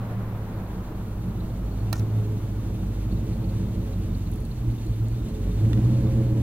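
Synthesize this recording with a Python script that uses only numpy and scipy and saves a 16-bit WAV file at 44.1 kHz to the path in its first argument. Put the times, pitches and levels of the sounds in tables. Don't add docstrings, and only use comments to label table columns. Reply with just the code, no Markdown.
import sys
import numpy as np
from scipy import signal
from scipy.fft import rfft, irfft
from scipy.io import wavfile

SR = 44100
rng = np.random.default_rng(int(sys.argv[2]) if len(sys.argv) > 2 else 0)


def to_wav(sig):
    pcm = np.clip(np.atleast_2d(sig), -1, 1) * 32767
    pcm = np.round(pcm).astype(np.int16)
    wavfile.write(sys.argv[1], SR, pcm.T)


N = 283122
T = np.arange(N) / SR
FREQ = np.maximum(np.fft.rfftfreq(N, 1 / SR), 1e-3)
IDLE_HZ, STROKES_PER_CYCLE = 50, 8

# time in seconds, strokes per second.
ENGINE_SPEED = [(0, 57.01), (.5, 52.03), (1.05, 49.45), (1.5, 49.44), (1.9, 53.41), (2.15, 54.5),
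                (2.75, 49.31), (3.25, 48.95), (3.55, 50.45), (4.15, 47.03), (4.7, 38.35), (4.92, 36.23),
                (5.1, 37.05), (5.3, 41.78), (5.72, 57.09), (5.95, 60.98), (6.1, 60.77), (6.42, 57.6)]
# time in seconds, effort in dB compared with a normal idle.
ENGINE_EFFORT = [(0, -9), (.55, -7.5), (1.2, -4.5), (1.7, -0.5), (2.1, 0), (2.6, 0.3), (3.2, 0.5),
                 (3.65, 1.5), (4.2, 0.5), (4.5, 0.5), (4.78, 2), (4.95, 0), (5.3, 2.1), (5.52, 2),
                 (5.65, 4.5), (5.78, 6.5), (6.1, 3.5), (6.42, 3)]
# start in seconds, level in dB, lowest pitch it stirs in Hz, left minus right in dB.
LATCH_CLICKS = [(1.9285, -22, 450, -10), (1.9565, -42, 800, 5), (1.9645, -48, 700, 2),
                (1.9772, -50, 4500, 4), (1.9951, -37.5, 3700, 8)]


def undb(db):
    return 10 ** (np.asarray(db) / 20)


def curves(table):
    times, *columns = np.transpose(table)
    return [np.interp(T, times, column) for column in columns]


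def unit(x):
    return x / np.sqrt(np.mean(x ** 2))


def over_hz(points):
    hz, value = np.transpose(points)
    return np.interp(np.log(FREQ), np.log(hz), value)


def shape(x, response):
    return irfft(rfft(x) * response, N)


def resonance(hz, width):
    return 1 / (1 + 1j * (FREQ ** 2 - hz ** 2) / (FREQ * width))


def noise(response):
    return unit(shape(rng.standard_normal(N), response))


def walk(rate, count=4096):
    levels = 2 * np.tanh(rng.standard_normal(count))
    return np.interp(T * rate, np.arange(count), levels)


def fade(start, t60):
    return (T >= start) * np.exp(-np.log(1000) * np.maximum(T - start, 0) / t60)


def air_noise(colour):
    # frequency in Hz, how alike the two sides are (1 means the same).
    side_likeness = [(100, 1), (350, 1), (700, 0.87), (1400, 0.37), (2800, 0.1), (6000, 0.016)]
    likeness = over_hz(side_likeness)
    gain = undb(over_hz(colour))
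    mid = shape(rng.standard_normal(N), gain * np.sqrt(1 + likeness))
    side = shape(rng.standard_normal(N), gain * np.sqrt(1 - likeness))
    return unit(np.array([mid + side, mid - side]))


def place(x, pan_db, lag_ms):
    left = shape(x, np.exp(-2j * np.pi * FREQ * lag_ms / 1000))
    return np.array([left * undb(pan_db / 2), x * undb(-pan_db / 2)])


def street(car_db=-35, town_db=-45, nearest_s=0.045, away_s=1, flicker_db=0.96):
    # frequency in Hz, relative level in dB.
    rush_colour = [(30, 17), (150, 14.5), (350, 6.5), (600, 2), (950, 0), (1400, -5), (2200, -17.5),
                   (4000, -25), (8000, -37)]
    hiss_colour = [(100, 20.5), (4000, 0), (5500, -18), (8000, -14.5), (10500, 3.5), (12200, 4), (13800, 9),
                   (15800, 3.5)]
    # centre in Hz, width in Hz, level at its nearest in dB.
    tyre_sizzle = (1840, 1200, -57.5)
    distance = np.hypot(1, (T - nearest_s) / away_s)
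    loudness = np.hypot(undb(car_db) / distance, undb(town_db))
    rush = loudness * undb(flicker_db * walk(25)) * air_noise(rush_colour)
    hiss = undb([[-57.5], [-54.5]]) * air_noise(hiss_colour)
    hz, width, db = tyre_sizzle
    sizzle = unit(shape(rng.standard_normal((2, N)), resonance(hz, width) ** 2))
    return rush + undb(db) / distance ** 4 * sizzle + hiss


def rolling(base_db=-42.5, db_per_octave=13.5, flicker_db=1.0):
    # frequency in Hz, relative level in dB.
    roll_colour = [(60, 22), (180, 22.5), (350, 16.5), (600, 6), (850, 4), (1400, -6), (2200, -9),
                   (4000, -19.5), (8000, -40)]
    rate, = curves(ENGINE_SPEED)
    effort_db, = curves(ENGINE_EFFORT)
    db = base_db + effort_db + db_per_octave * np.log2(rate / IDLE_HZ)
    return undb(db + flicker_db * walk(25)) * air_noise(roll_colour)


def grit(t60=0.012, width_share=0.26, crumble_db=-12, crumble_t60=0.09):
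    # start in seconds, level in dB, pitch in Hz.
    stones = [(4.316, -44, 11000), (4.337, -48, 10500), (4.359, -49, 11000), (4.403, -48, 10000),
              (4.452, -51, 9000), (4.865, -53, 8500), (5.084, -51, 7760), (5.287, -53.5, 8200)]
    hiss = rng.standard_normal(N)
    out = 0
    for start, db, hz in stones:
        loudness = undb(db) * (fade(start, t60) + undb(crumble_db) * fade(start, crumble_t60))
        out += loudness * unit(shape(hiss, resonance(hz, width_share * hz)))
    return place(out, pan_db=-2, lag_ms=0.023)


def knocks(crack_db=-5, crack_t60=0.019):
    # start in seconds, level in dB.
    drops = [(5.732, -36.5), (5.776, -48)]
    # pitch in Hz, relative level in dB, seconds to fade by 60 dB.
    wheel_notes = [(1420, -11, .04), (1900, -1.5, 0.022), (2830, 0.5, .018), (3480, -1, 0.02),
                   (5070, -13, .012)]
    ring = sum(undb(db) * fade(0, t60) * np.sin(2 * np.pi * hz * T) for hz, db, t60 in wheel_notes)
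    crack = undb(crack_db) * fade(0, crack_t60) * noise(resonance(hz=2500, width=2600))
    out = sum(undb(db) * np.roll(ring + crack, int(start * SR)) for start, db in drops)
    return place(out, pan_db=-9.5, lag_ms=0.089)


def squeaks(gain_db=-5, half_s=0.0085, wobble_hz=65, rasp_db=-2, ping_db=-6, ping_hz=4450, ping_t60=0.07):
    # loudest moment in seconds, relative level in dB, pitch in Hz.
    rubs = [(1.408, -54, 4134), (3.121, -52, 4400), (3.172, -53, 3833), (3.335, -55, 4177),
            (3.445, -54, 4436), (3.494, -56, 4420), (3.814, -56, 4436), (3.934, -54, 4134),
            (4.150, -53, 4436), (4.270, -55, 4221), (4.334, -55, 3550), (4.455, -54, 4479),
            (4.516, -53, 4350), (4.718, -57, 4479), (4.786, -53, 3650), (4.871, -54, 4150),
            (4.940, -55, 3500), (5.152, -55, 3540), (5.292, -57, 4221), (5.351, -54, 3575),
            (5.519, -55, 3618), (5.947, -54, 3560), (6.071, -56, 3575)]
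    wobble = np.cumsum(wobble_hz * walk(300)) / SR
    rasp = undb(rasp_db) * noise(resonance(hz=4000, width=700) ** 2)
    out = np.zeros(N)
    for peak_s, db, hz in rubs:
        near = np.abs(T - peak_s) < ping_t60
        t = T[near] - peak_s
        note = np.sqrt(2) * np.sin(2 * np.pi * (hz * t + wobble[near]))
        rub = np.exp(-(t / half_s) ** 2) * (note + rasp[near])
        ring = np.clip(1 + t / half_s, 0, 1) * np.exp(-np.log(1000) * np.maximum(t, 0) / ping_t60)
        ping = np.sqrt(2) * undb(ping_db) * ring * np.sin(2 * np.pi * (ping_hz * t + rng.random()))
        out[near] += undb(db) * (rub + ping)
    return place(undb(gain_db) * out, pan_db=-6, lag_ms=0.076)


def latch(crack_t60=0.023, echo_db=-7, echo_t60=0.19, echo_hz=1700):
    # pitch in Hz, relative level in dB, seconds to fade by 60 dB.
    frame_notes = [(786, -14, .04), (997, -15, 0.095), (1370, -13, 0.061), (1460, -17, .08),
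                   (1830, -10.5, 0.046), (2330, -24, 0.085), (2700, -10.5, 0.015), (3980, -7, 0.014),
                   (5460, -18, 0.028), (6130, -13.5, 0.017)]
    # frequency in Hz, relative level in dB.
    crack_colour = [(250, -4), (700, 0), (1400, 5), (2400, -12), (3200, -7), (4100, 0), (5200, -3),
                    (6200, -2), (7500, -11.5), (10500, -5), (14000, -9), (16000, -3)]
    length = SR // 4
    decay = lambda t60: fade(0, t60)[:length]
    ring = sum(undb(db) * decay(t60) * np.sin(2 * np.pi * (hz * T[:length] + rng.random()))
               for hz, db, t60 in frame_notes)
    crack = air_noise(crack_colour)
    cut_treble = signal.butter(2, echo_hz, fs=SR, output="sos")
    scatter = signal.sosfilt(cut_treble, rng.standard_normal((2, length)))
    scatter *= undb(echo_db) * decay(echo_t60) / np.linalg.norm(decay(echo_t60))
    out = np.zeros((2, N))
    for start, db, low_hz, pan_db in LATCH_CLICKS:
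        span = slice(int(start * SR), int(start * SR) + length)
        cut_bass = signal.butter(2, low_hz, "high", fs=SR, output="sos")
        hit = signal.sosfilt(cut_bass, ring + crack[:, span] * decay(crack_t60))
        echo = signal.fftconvolve(hit, scatter, axes=1)[:, :length]
        out[:, span] += undb(db) * (undb([[pan_db / 2], [-pan_db / 2]]) * hit + echo)
    return out


def catch(slide_db=-56, judder_db=4):
    sliding = (T > LATCH_CLICKS[0][0]) & (T < LATCH_CLICKS[-1][0])
    scrape = noise(resonance(hz=6000, width=1500))
    return place(undb(slide_db + judder_db * walk(450)) * sliding * scrape, pan_db=3, lag_ms=0)


def whine(notes_hz=(424, 542), drift=0.0055, waver_db=1.3):
    # loudest moment in seconds, half length in seconds, low note in dB, high note in dB.
    swells = [(2.19, 0.14, -43, -55), (3.502, 0.2, -52, -52.5), (3.89, 0.066, -50, -47),
              (5.437, 0.17, -45, -52), (5.738, 0.23, -64, -54.5), (6.038, 0.18, -46, -44),
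              (6.297, 0.17, -51, -45.5)]
    out = 0
    for k, hz in enumerate(notes_hz):
        swell = sum(undb(db[k]) * np.exp(-((T - peak_s) / half_s) ** 2) for peak_s, half_s, *db in swells)
        phase = np.cumsum(hz * (1 + drift * walk(12))) / SR
        out += np.sqrt(2) * swell * undb(waver_db * walk(25)) * np.sin(2 * np.pi * phase)
    return place(out, pan_db=-2.1, lag_ms=0.19)


def throb(phase, depth):
    return 1 + depth * np.sin(2 * np.pi * phase / STROKES_PER_CYCLE)


def hollow_drone(hz=186.3, wander_hz=3.99, idle_db=-42.5, db_per_octave=27, waver_db=0.5, rumble_db=-3):
    rate, = curves(ENGINE_SPEED)
    note = np.sqrt(2) * np.sin(2 * np.pi * np.cumsum(hz + wander_hz * walk(25)) / SR)
    rumble = undb(rumble_db) * noise(resonance(hz, width=45) ** 2)
    db = idle_db + db_per_octave * np.log2(np.minimum(rate / IDLE_HZ, 1))
    drone = undb(db) * (note * undb(waver_db * walk(21)) + rumble)
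    return place(drone * throb(np.cumsum(rate) / SR, depth=0.39), pan_db=-0.8, lag_ms=0.19)


def whirr(phase, depth=0.015, flicker_db=2.0, burst_db=5, air_db=-2):
    # frequency in Hz, relative level in dB.
    whirr_colour = [(500, -5), (1500, 1.5), (2800, 3.5), (3700, 1.5), (4400, 1), (4900, -3), (6200, 0),
                    (9000, -3.5), (15000, -18.5)]
    # centre in Hz, width in Hz, level in dB compared with the direct whirr.
    chafe_bands = [(3650, 210, -13.5), (4400, 170, -13)]
    flutter = (1 + depth * np.cos(2 * np.pi * phase / 4)) * undb(flicker_db * walk(40))
    direct = flutter * noise(undb(over_hz(whirr_colour)))
    for hz, width, db in chafe_bands:
        chafe = noise(resonance(hz, width) ** 2)
        direct += undb(db) * unit(chafe * undb(burst_db * walk(45)))
    return place(direct, pan_db=-2.6, lag_ms=0.08) + undb(air_db) * air_noise(whirr_colour)


def growl(phase, rate, effort_db, growth=1.32, db_per_octave=24, waver_db=1.5, wobble=0.19):
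    multiples = [14, 28, 30, 40, 43]
    levels_db = [-45, -55.5, -56, -55, -54.5]
    load_db = growth * effort_db + db_per_octave * np.log2(rate / IDLE_HZ)
    out = 0
    for multiple, db in zip(multiples, levels_db):
        turns = multiple / STROKES_PER_CYCLE * phase + wobble * walk(19) + rng.random()
        out += np.sqrt(2) * undb(db + waver_db * walk(27)) * np.sin(2 * np.pi * turns)
    return undb(load_db) * out


def hum(phase, rate, effort_db, waver_db=1.12):
    multiples = [8, 10, 11, 12, 14, 16, 18, 19, 24, 28, 29, 30, 38, 42]
    levels_db = [0, -4, -5, -4, -22, 2, -13, -16, -1, -5.5, -3.5, -0.5, -5.5, -4.5]
    # pitch in Hz, gain in dB.
    body_gain = [(37, -42), (44, -32.5), (50, -30), (55, -38), (61, -48.5), (80, -44), (92, -34),
                 (100, -33), (109, -23), (116, -24.5), (123, -27.5), (134, -62), (150, -43), (170, -41),
                 (184, -38.5), (198, -40.5), (214, -39.5), (230, -39.5), (250, -60), (320, -38.5),
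                 (345, -50)]
    # time in seconds, dB added to the lowest tone, dB added to the others.
    hum_swells = [(0, -6, 1), (.8, 2, -5), (1.25, -2.5, 0.5), (1.55, 2, -4), (1.66, 2, -12),
                  (1.82, 6.5, -2.5), (2.03, -6, -2.5), (2.38, -3, -2), (2.58, -2.5, -5), (3.1, 0.5, -1),
                  (3.7, -4.5, -2.5), (4.3, 0.5, 0), (4.55, -1, -5), (4.69, -5, -2), (4.79, -2, -9),
                  (4.9, -7, -1.5), (5.17, 0, -4), (5.3, -6, -3), (5.47, 1.5, -3), (5.62, 0, -3.5),
                  (5.85, 14, -3), (6.42, 3, -0.5)]
    body_hz, body_db = np.transpose(body_gain)
    lowest_db, upper_db = curves(hum_swells)
    out = 0
    for multiple, db in zip(multiples, levels_db):
        per_stroke = multiple / STROKES_PER_CYCLE
        carried_db = np.interp(np.log(per_stroke * rate), np.log(body_hz), body_db)
        swell_db = lowest_db if per_stroke == 1 else upper_db
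        level_db = db + effort_db + carried_db + swell_db + waver_db * walk(23)
        out += np.sqrt(2) * undb(level_db) * np.sin(2 * np.pi * (per_stroke * phase + rng.random()))
    return out


def strokes(phase, scatter=0.31, rough_db=-15):
    strengths = [0.55, -0.56, -0.23, -0.24, 0.86, 0.09, 0.4, -0.52]
    starts = np.flatnonzero(np.diff(np.floor(phase)))
    pulses = np.zeros(N)
    pulses[starts] = np.resize(strengths, len(starts)) + scatter * rng.standard_normal(len(starts))
    return unit(pulses) + undb(rough_db) * rng.standard_normal(N)


def ring_body(push, notes, spread_s=0.017):
    response = 0
    for k, (hz, width, db) in enumerate(notes):
        delay = np.exp(-2j * np.pi * FREQ * k * spread_s)
        response += undb(db) * resonance(hz, width) * resonance(hz, 4 * width) * delay
    return unit(shape(push, response))


def engine(boom_growth=0.92, drone_growth=0.98, whirr_growth=0.61):
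    # pitch in Hz, width in Hz, relative level in dB.
    housing_notes = [(24, 17, -5), (62.1, 11.5, 6.5), (115.8, 15.2, 7), (175.6, 8.4, -9), (222.1, 19, 0),
                     (262.7, 10.8, -6)]
    panel_notes = [(301.2, 11.8, 0.5), (328.8, 15.2, 3), (355.7, 8.5, -2.5), (432, 16.7, -3),
                   (531, 33, -11), (625.6, 14.5, -12.5)]
    rate, = curves(ENGINE_SPEED)
    effort_db, = curves(ENGINE_EFFORT)
    phase = np.cumsum(rate) / SR
    push = strokes(phase)
    tones = hum(phase, rate, effort_db) * throb(phase, depth=0.073) + growl(phase, rate, effort_db)
    boom = undb(-33.5 + boom_growth * effort_db) * ring_body(push, housing_notes)
    drone = undb(-43 + drone_growth * effort_db) * ring_body(push, panel_notes)
    drone *= throb(phase, depth=0.12) * throb(2 * phase, depth=0.18)
    return (place(tones + boom, pan_db=-0.88, lag_ms=0.15)
            + place(drone, pan_db=-2.4, lag_ms=0.25)
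            + undb(-58 + whirr_growth * effort_db) * whirr(phase))


def scene():
    return (engine() + hollow_drone() + rolling() + whine()
            + squeaks() + latch() + catch() + knocks() + grit() + street())


def record(dry, top_hz=15800):
    return signal.sosfilt(signal.ellip(10, .2, 70, top_hz, fs=SR, output="sos"), dry)


dry = scene()
out = record(dry)
to_wav(out)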